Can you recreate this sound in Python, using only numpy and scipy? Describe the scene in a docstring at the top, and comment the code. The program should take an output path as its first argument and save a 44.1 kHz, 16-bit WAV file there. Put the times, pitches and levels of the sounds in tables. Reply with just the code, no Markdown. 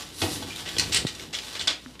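"""Straw snaps, crunches and rustles under puppies shuffling about a small hard-walled pen, close to the microphone.
Stalks and dragging paws are bursts of tiny random fractures; snaps and squeaks add narrow resonances.
Knocks ring the modes of the boards, and two soft taps right by the microphone are thuds of sagging pitch.
The pen adds a short, dense ring of decaying noise over still air, a low rumble and a faint hum."""
import sys
import numpy as np
from scipy import signal
from scipy.fft import rfft, irfft
from scipy.io import wavfile
from scipy.ndimage import uniform_filter1d

SR = 44100
rng = np.random.default_rng(int(sys.argv[2]) if len(sys.argv) > 2 else 0)


def inscribe(sig):
    """Save sig as 16-bit PCM at rate SR to the path in sys.argv[1].

    A 1-D sig is mono; a 2-D sig holds one channel per row.
    Samples are clipped to [-1, 1] before scaling.
    """
    pcm = np.round(np.clip(np.atleast_2d(sig).T, -1, 1) * 32767)
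    wavfile.write(sys.argv[1], SR, pcm.astype(np.int16))


N = 88200  # 2 s

# Levels of sounds inside the pen are those sent to its walls.
# sharp snaps of straw and claws [t/s, level/dB, ring f/Hz, ring level/dB re the crack, tilt/dB per octave]
SNAPS = [(0.217, -21.5, 3493, -2.5, -4.5), (.425, -35, 3343, 5.5, -9), (0.559, -32.5, 3843, 2, 12.5),
         (0.688, -30, 3324, 7, 16.5), (.7655, -28.5, 3190, -0.5, -6), (.7835, -18.5, 4640, -33, 4.5),
         (.7955, -16.5, 4360, -1.5, 2), (0.928, -28.5, 3510, -4.5, 12), (.945, -16, 8150, -1.5, 0),
         (.962, -24.5, 4430, 4.5, 4), (.969, -25, 8250, 20, 14.5), (1.067, -25.5, 3780, -2, -0.5),
         (1.149, -38, 4720, -24, 2.5), (1.196, -35, 2200, -7, 0), (1.332, -40, 4200, -19.5, 9.5),
         (1.349, -27.5, 3354, 5.5, 5), (1.386, -29.5, 3040, -3.5, -1), (1.594, -27.5, 3660, 5, -2.5),
         (1.610, -27, 3193, 3.5, -1), (1.6726, -20.5, 4805, -0.5, -1.5), (1.6775, -15.5, 3347, 4.5, -3.5),
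         (1.953, -45.5, 2940, -29, -6), (1.993, -39, 3080, -8, -4)]
# paws dragging through straw [t/s, length/s, level/dB, tilt/dB per octave]
SCRAPES = [(0.217, 0.0145, -27, -4), (0.652, 0.0413, -34, -3.5), (0.802, 0.0234, -30.5, -5),
           (0.918, 0.0227, -23, 1), (0.945, 0.02855, -21.5, -0.5), (1.068, 0.0226, -33, 1.5),
           (1.327, 0.02465, -29, -1), (1.548, 0.019, -31.5, -4), (1.596, 0.024, -30.5, -1),
           (1.681, 0.0282, -27, -3), (1.726, 0.0077, -37.5, -4.5)]
# stalks squeaking faintly against each other [t/s, length/s, f/Hz, level/dB]
SQUEAKS = [(0.498, 0.0287, 2366, -39.5), (.525, 0.0146, 3270, -42), (0.587, 0.0203, 3212, -42.5)]
# steady stirring of the bedding, before its patchiness [t/s, level/dB]
RUSTLE = [(0, -34), (.06, -46), (.15, -47), (.21, -38), (.36, -35.5), (.46, -42), (.59, -37), (.64, -42.5),
          (.75, -38.5), (.86, -38), (1.10, -46), (1.22, -41), (1.32, -55), (1.37, -40.5), (1.50, -38.5),
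          (1.65, -45), (1.76, -53.5), (1.84, -50.5), (2, -58)]
# a coat brushing along the straw, silent outside these times [t/s, level/dB]
BRUSH = [(.12, -53), (.22, -33), (.28, -40.5), (.34, -33.5), (.44, -62.5)]
# dull shuffle of paws and bodies on the floor [t/s, level/dB]
SHUFFLE = [(0, -50.5), (.20, -45.5), (.25, -34), (.42, -39), (.57, -46.5), (.74, -43), (.78, -36),
           (1.02, -38), (1.10, -49.5), (1.22, -41.5), (1.51, -59.5), (1.60, -47), (1.73, -46.5),
           (1.82, -71.5), (2, -58)]
# blows against the boards [t/s, level/dB, ring level/dB re the clatter]
KNOCKS = [(0.22, -23, -2), (.229, -19, 9), (.238, -20.5, -3), (0.274, -34, 6.5), (.423, -33.5, -5),
          (.766, -33, -11.5), (1.682, -42, 0)]
# modes of the boards [f/Hz, level/dB, t60/s]
BOARD_MODES = [(95, -1, .22), (148, -7, .16), (298, -4, .5), (385, -3, .15), (485, 2, .17), (770, -5, .12),
               (1350, -17, .15)]
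# soft taps right by the microphone
# [t/s, thud level/dB, settled f/Hz, starting f/Hz, t60/s, click level/dB re the thud, click f/Hz]
TAPS = [(1.0505, -14, 106.4, 484, 0.037, -38.5, 900), (1.8614, -36, 252.5, 285, 0.211, 7, 1627)]
# low rumble close to the microphone [t/s, level/dB]
RUMBLE = [(.68, -74), (.74, -53.5), (.95, -46), (1.04, -45), (1.10, -72.5)]
# relative spectra of snapping straw, stirred bedding, brushing coat, footfalls, still air [f/Hz, level/dB per Hz]
STRAW_SPECTRUM = [(150, -20), (500, -10), (1100, -13), (2000, -4.5), (3400, 0), (4500, -1), (6300, -7),
                  (8300, -10.5), (11000, -25.5), (15000, -34.5)]
BEDDING_SPECTRUM = [(200, -13.5), (600, -5.5), (1200, -7), (2200, -6.5), (3700, -0.5), (6300, -9),
                    (9000, -12), (14500, -24)]
COAT_SPECTRUM = [(1500, -30.5), (4000, 3), (7000, -3.5), (10000, 0.5), (14500, -15)]
FLOOR_SPECTRUM = [(25, -3), (50, -12.5), (92, 2.5), (125, -3), (220, -1), (310, -0.5), (500, -12.5),
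                  (800, -16), (2000, -36.5)]
AIR_SPECTRUM = [(18, -61.5), (30, -18), (176, -8.5), (253, -9), (355, -13), (4200, -42), (13200, -43),
                (15000, -65)]
# decay of the pen's ring [f/Hz, t60/s]
PEN_T60 = [(150, 0.459), (700, 0.2713), (3500, 0.2308), (8000, 0.2106), (14000, 0.258)]

# mean fractures per second, and mean rise of a fracture above the weakest
SNAP_CRACKS_PER_S, SNAP_SPREAD_DB = 9000, 0.82
SCRAPE_CRACKS_PER_S, SCRAPE_SPREAD_DB = 6000, 2.5
RUSTLE_CRACKS_PER_S, RUSTLE_SPREAD_DB = 1600, 1.5
SNAP_RISE_S, SNAP_DECAY_S = 0.00185, 0.002606  # time constants
STALK_WIDTH, SQUEAK_WIDTH = .085, 0.0307  # resonance widths as a share of the pitch
SCRAPE_ATTACK_S, SCRAPE_RELEASE_S = 0.0066, 0.00737
PATCHY_DB, PATCHY_PER_S = 1.5, 45
FLOOR_RING_DB = -9  # re the footfalls
KNOCK_DECAY_S, KNOCK_HZ, KNOCK_WIDTH_HZ = 0.003126, 481.5, 386
TAP_SAG_S, TAP_CONTACT_S, TAP_CLICK_WIDTH_HZ = 0.001436, .0004, 910
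TICK_S, TICK_PEAK_DB, TICK_HZ, TICK_WIDTH_HZ = .8968, -21, 2500, 7800
RUMBLE_HZ, RUMBLE_WIDTH_HZ = 59.5, 31
AIR_DB, HUM_DB, HUM_HZ = -53, -57.5, 59.56
PEN_DB, RING_PEN_DB = -1, -3  # tail re the direct sound, for everything else and for snap rings
PEN_BUILD_S, PEN_LOW_HZ = 0.00145, 254
LOW_CUT_HZ, TOP_HZ = 37, 14700


def amp(db):
    """Decibels to gain."""
    return 10 ** (np.asarray(db) / 20)


def unit(x):
    """Scale to rms 1."""
    return x / np.sqrt(np.mean(x ** 2) + 1e-20)


def die_away(t, t60):
    """Exponential decay that falls 60 dB in t60 seconds."""
    return np.exp(-np.log(1000) * t / t60)


def curve(rows):
    """Gain over the whole scene, drawn in straight dB lines through (t, level) points."""
    s, db = np.array(rows).T
    return amp(np.interp(np.arange(N) / SR, s, db))


def add(out, s, x):
    """Mix x in at time s."""
    i = int(s * SR)
    out[i:i + len(x)] += x[:max(len(out) - i, 0)]


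def flicker(rate):
    """Random levels held for 1 / rate s and smoothed; spread a little under 1."""
    hold = int(SR / rate)
    steps = np.repeat(rng.standard_normal(N // hold + 1), hold)
    return uniform_filter1d(steps, hold)[:N]


def colour(x, points, tilt_db=0):
    """Minimum-phase filter of unit power through (f, level) points, tilted per octave above 1 kHz."""
    size = 4096
    hz, db = np.array(points).T
    octave = np.log2(np.maximum(np.fft.rfftfreq(size, 1 / SR), 10))
    shape = np.interp(octave, np.log2(hz), db) + tilt_db * np.maximum(octave, np.log2(1000))
    # fold the cepstrum forward in time so the filter never sounds early
    cepstrum = irfft(np.log(amp(shape)))
    cepstrum[1:size // 2] *= 2
    cepstrum[size // 2 + 1:] = 0
    h = irfft(np.exp(rfft(cepstrum)))[:size // 2]
    return signal.fftconvolve(x, h / np.linalg.norm(h))[:len(x)]


def resonate(x, hz, width):
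    """One resonance, gain 1 at its centre."""
    return signal.lfilter(*signal.iirpeak(hz, hz / width, fs=SR), x)


def resonate_twice(x, hz, width, second_width):
    """Two resonances in a row at one pitch, for steeper skirts."""
    return resonate(resonate(x, hz, width), hz, second_width)


def cracks(count, rate, spread_db):
    """Random tiny fractures, mostly weak and a few strong."""
    when, size, sign = rng.random((3, count))
    strength = amp(-spread_db * np.log(np.maximum(size, .004)))
    return (when < rate / SR) * strength * np.sign(sign - .5)


def snaps():
    """A stalk gives way in a quick run of fractures and rings at its own pitch; returns cracks and rings."""
    crackle, rings = np.zeros(N), np.zeros(N)
    t = np.arange(int(.066 * SR)) / SR
    swell = (1 - np.exp(-t / SNAP_RISE_S)) * np.exp(-t / SNAP_DECAY_S)
    spread = np.sqrt(2 * (SNAP_DECAY_S + SNAP_RISE_S / 2) / t[-1])  # level counts over the burst alone
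    for s, db, hz, ring_db, tilt_db in SNAPS:
        push = cracks(len(t), SNAP_CRACKS_PER_S, SNAP_SPREAD_DB) * swell
        gain = amp(db) * spread / np.hypot(1, amp(ring_db))
        crack = unit(colour(push, STRAW_SPECTRUM, tilt_db))
        ring = unit(resonate_twice(push, hz, hz * STALK_WIDTH, hz / 2))
        add(crackle, s, gain * crack)
        add(rings, s, gain * amp(ring_db) * ring)
    return crackle, rings


def scrapes():
    """A dragging paw crushes many stalks for as long as it moves."""
    out, t = np.zeros(N), np.arange(SR // 10) / SR
    for s, length, db, tilt_db in SCRAPES:
        release = np.exp(-np.maximum(t - length, 0) / SCRAPE_RELEASE_S)
        press = np.minimum(t / SCRAPE_ATTACK_S, 1) * release
        fractures = cracks(len(t), SCRAPE_CRACKS_PER_S, SCRAPE_SPREAD_DB) * press
        crunch = unit(colour(fractures, STRAW_SPECTRUM, tilt_db))
        add(out, s, amp(db) * crunch * np.sqrt(length / t[-1]))
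    return out


def squeaks():
    """Stalks rub together; the noise of it keeps one narrow resonance going."""
    out = np.zeros(N)
    for s, length, hz, db in SQUEAKS:
        rub = rng.standard_normal(int(length * SR))
        tone = resonate_twice(rub, hz, hz * SQUEAK_WIDTH, hz * SQUEAK_WIDTH)
        add(out, s, amp(db) * unit(tone * np.hanning(len(rub))))
    return out


def rustle():
    """Stirred bedding crackles finely and patchily as scattered stalks fracture."""
    crackle = unit(colour(cracks(N, RUSTLE_CRACKS_PER_S, RUSTLE_SPREAD_DB), BEDDING_SPECTRUM))
    return crackle * curve(RUSTLE) * amp(PATCHY_DB * flicker(PATCHY_PER_S))


def brush():
    """A coat sliding along the straw hisses as coloured noise."""
    t = np.arange(N) / SR
    touching = (t > BRUSH[0][0]) & (t < BRUSH[-1][0])
    return unit(colour(rng.standard_normal(N), COAT_SPECTRUM)) * curve(BRUSH) * touching


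def shuffle():
    """Dull footfalls, many small random impacts, stir the modes of the boards."""
    steps = unit(colour(cracks(N, rate=700, spread_db=1.5), FLOOR_SPECTRUM))
    boards = np.zeros(N)
    for hz, db, t60 in BOARD_MODES:
        width = np.log(1000) / np.pi / t60  # a longer ring is a narrower resonance
        boards += amp(db) * resonate(steps, hz, width)
    return unit(steps + amp(FLOOR_RING_DB) * unit(boards)) * curve(SHUFFLE)


def knocks():
    """Each blow gives a dull clatter of noise and rings the boards, each mode slightly detuned."""
    out, t = np.zeros(N), np.arange(SR // 2) / SR
    for s, db, ring_db in KNOCKS:
        blow = rng.standard_normal(len(t)) * np.exp(-t / KNOCK_DECAY_S)
        clatter = resonate_twice(blow, KNOCK_HZ, KNOCK_WIDTH_HZ, 2 * KNOCK_WIDTH_HZ)
        ring = np.zeros(len(t))
        for hz, mode_db, t60 in BOARD_MODES:
            pitch = hz * (1 + .01 * rng.standard_normal())
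            ring += amp(mode_db) * die_away(t, t60) * np.sin(2 * np.pi * pitch * t)
        knock = unit(unit(clatter) + amp(ring_db) * unit(ring))
        add(out, s, amp(db) * knock * np.sqrt(2 * KNOCK_DECAY_S / t[-1]))
    return out


def taps():
    """A dry thud whose pitch sags as the contact relaxes, with a click at its start."""
    out, t = np.zeros(N), np.arange(SR // 4) / SR
    contact = np.exp(-t / TAP_CONTACT_S)
    for s, db, hz, start_hz, t60, click_db, click_hz in TAPS:
        pitch = hz + (start_hz - hz) * np.exp(-t / TAP_SAG_S)
        thud = np.sin(2 * np.pi * np.cumsum(pitch) / SR) * die_away(t, t60)
        click = resonate_twice(contact, click_hz, TAP_CLICK_WIDTH_HZ, 2 * TAP_CLICK_WIDTH_HZ)
        add(out, s, amp(db) * (thud + amp(click_db) * click / np.abs(click).max()))
    return out


def tick():
    """One impulse through a very broad resonance makes a dry tick at the microphone."""
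    out = np.zeros(N)
    pulse = resonate(signal.unit_impulse(SR // 100), TICK_HZ, TICK_WIDTH_HZ)
    add(out, TICK_S, amp(TICK_PEAK_DB) * pulse / np.abs(pulse).max())
    return out


def rumble():
    """Narrow low noise swells and fades close to the microphone."""
    noise = rng.standard_normal(N)
    return unit(resonate_twice(noise, RUMBLE_HZ, RUMBLE_WIDTH_HZ, RUMBLE_WIDTH_HZ)) * curve(RUMBLE)


def background():
    """Still air as soft coloured noise, and a faint hum as a steady sine."""
    air = unit(colour(rng.standard_normal(N), AIR_SPECTRUM))
    hum = np.sqrt(2) * np.sin(2 * np.pi * HUM_HZ * np.arange(N) / SR)
    return amp(AIR_DB) * air + amp(HUM_DB) * hum


def pen(x, wet_db):
    """Close walls return a dense noise tail, thin in the bass, whose decay time varies with pitch."""
    t = np.arange(SR // 2) / SR
    band_hz, band_t60 = np.array(PEN_T60).T
    f = np.fft.rfftfreq(len(t), 1 / SR)
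    noise = rfft(rng.standard_normal(len(t))) * f ** 2 / (f ** 2 + PEN_LOW_HZ ** 2)
    tail = np.zeros(len(t))
    # overlapping bands whose shares sum to 1
    for peak, t60 in zip(np.eye(len(band_hz)), band_t60):
        share = np.interp(np.log(f + 1), np.log(band_hz), peak)
        tail += irfft(noise * share, len(t)) * die_away(t, t60)
    tail *= 1 - np.exp(-t / PEN_BUILD_S)
    wet = signal.fftconvolve(x, tail / np.linalg.norm(tail))[:N]
    return (x + amp(wet_db) * wet) / np.hypot(1, amp(wet_db))


def scene():
    """Everything in the pen rings off its walls; sounds at the microphone and the background stay dry."""
    crackle, rings = snaps()
    straw = crackle + scrapes() + squeaks() + rustle() + brush()
    inside = pen(straw + shuffle() + knocks(), PEN_DB) + pen(rings, RING_PEN_DB)
    close_by = taps() + tick() + rumble()
    return (inside + close_by + background())[None]


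def record(dry):
    """The microphone thins the deep bass and the recorder cuts the top."""
    thin = signal.sosfilt(signal.butter(2, LOW_CUT_HZ, "high", fs=SR, output="sos"), dry)
    return signal.sosfilt(signal.ellip(10, .2, 80, TOP_HZ, fs=SR, output="sos"), thin)


dry = scene()
out = record(dry)
inscribe(out)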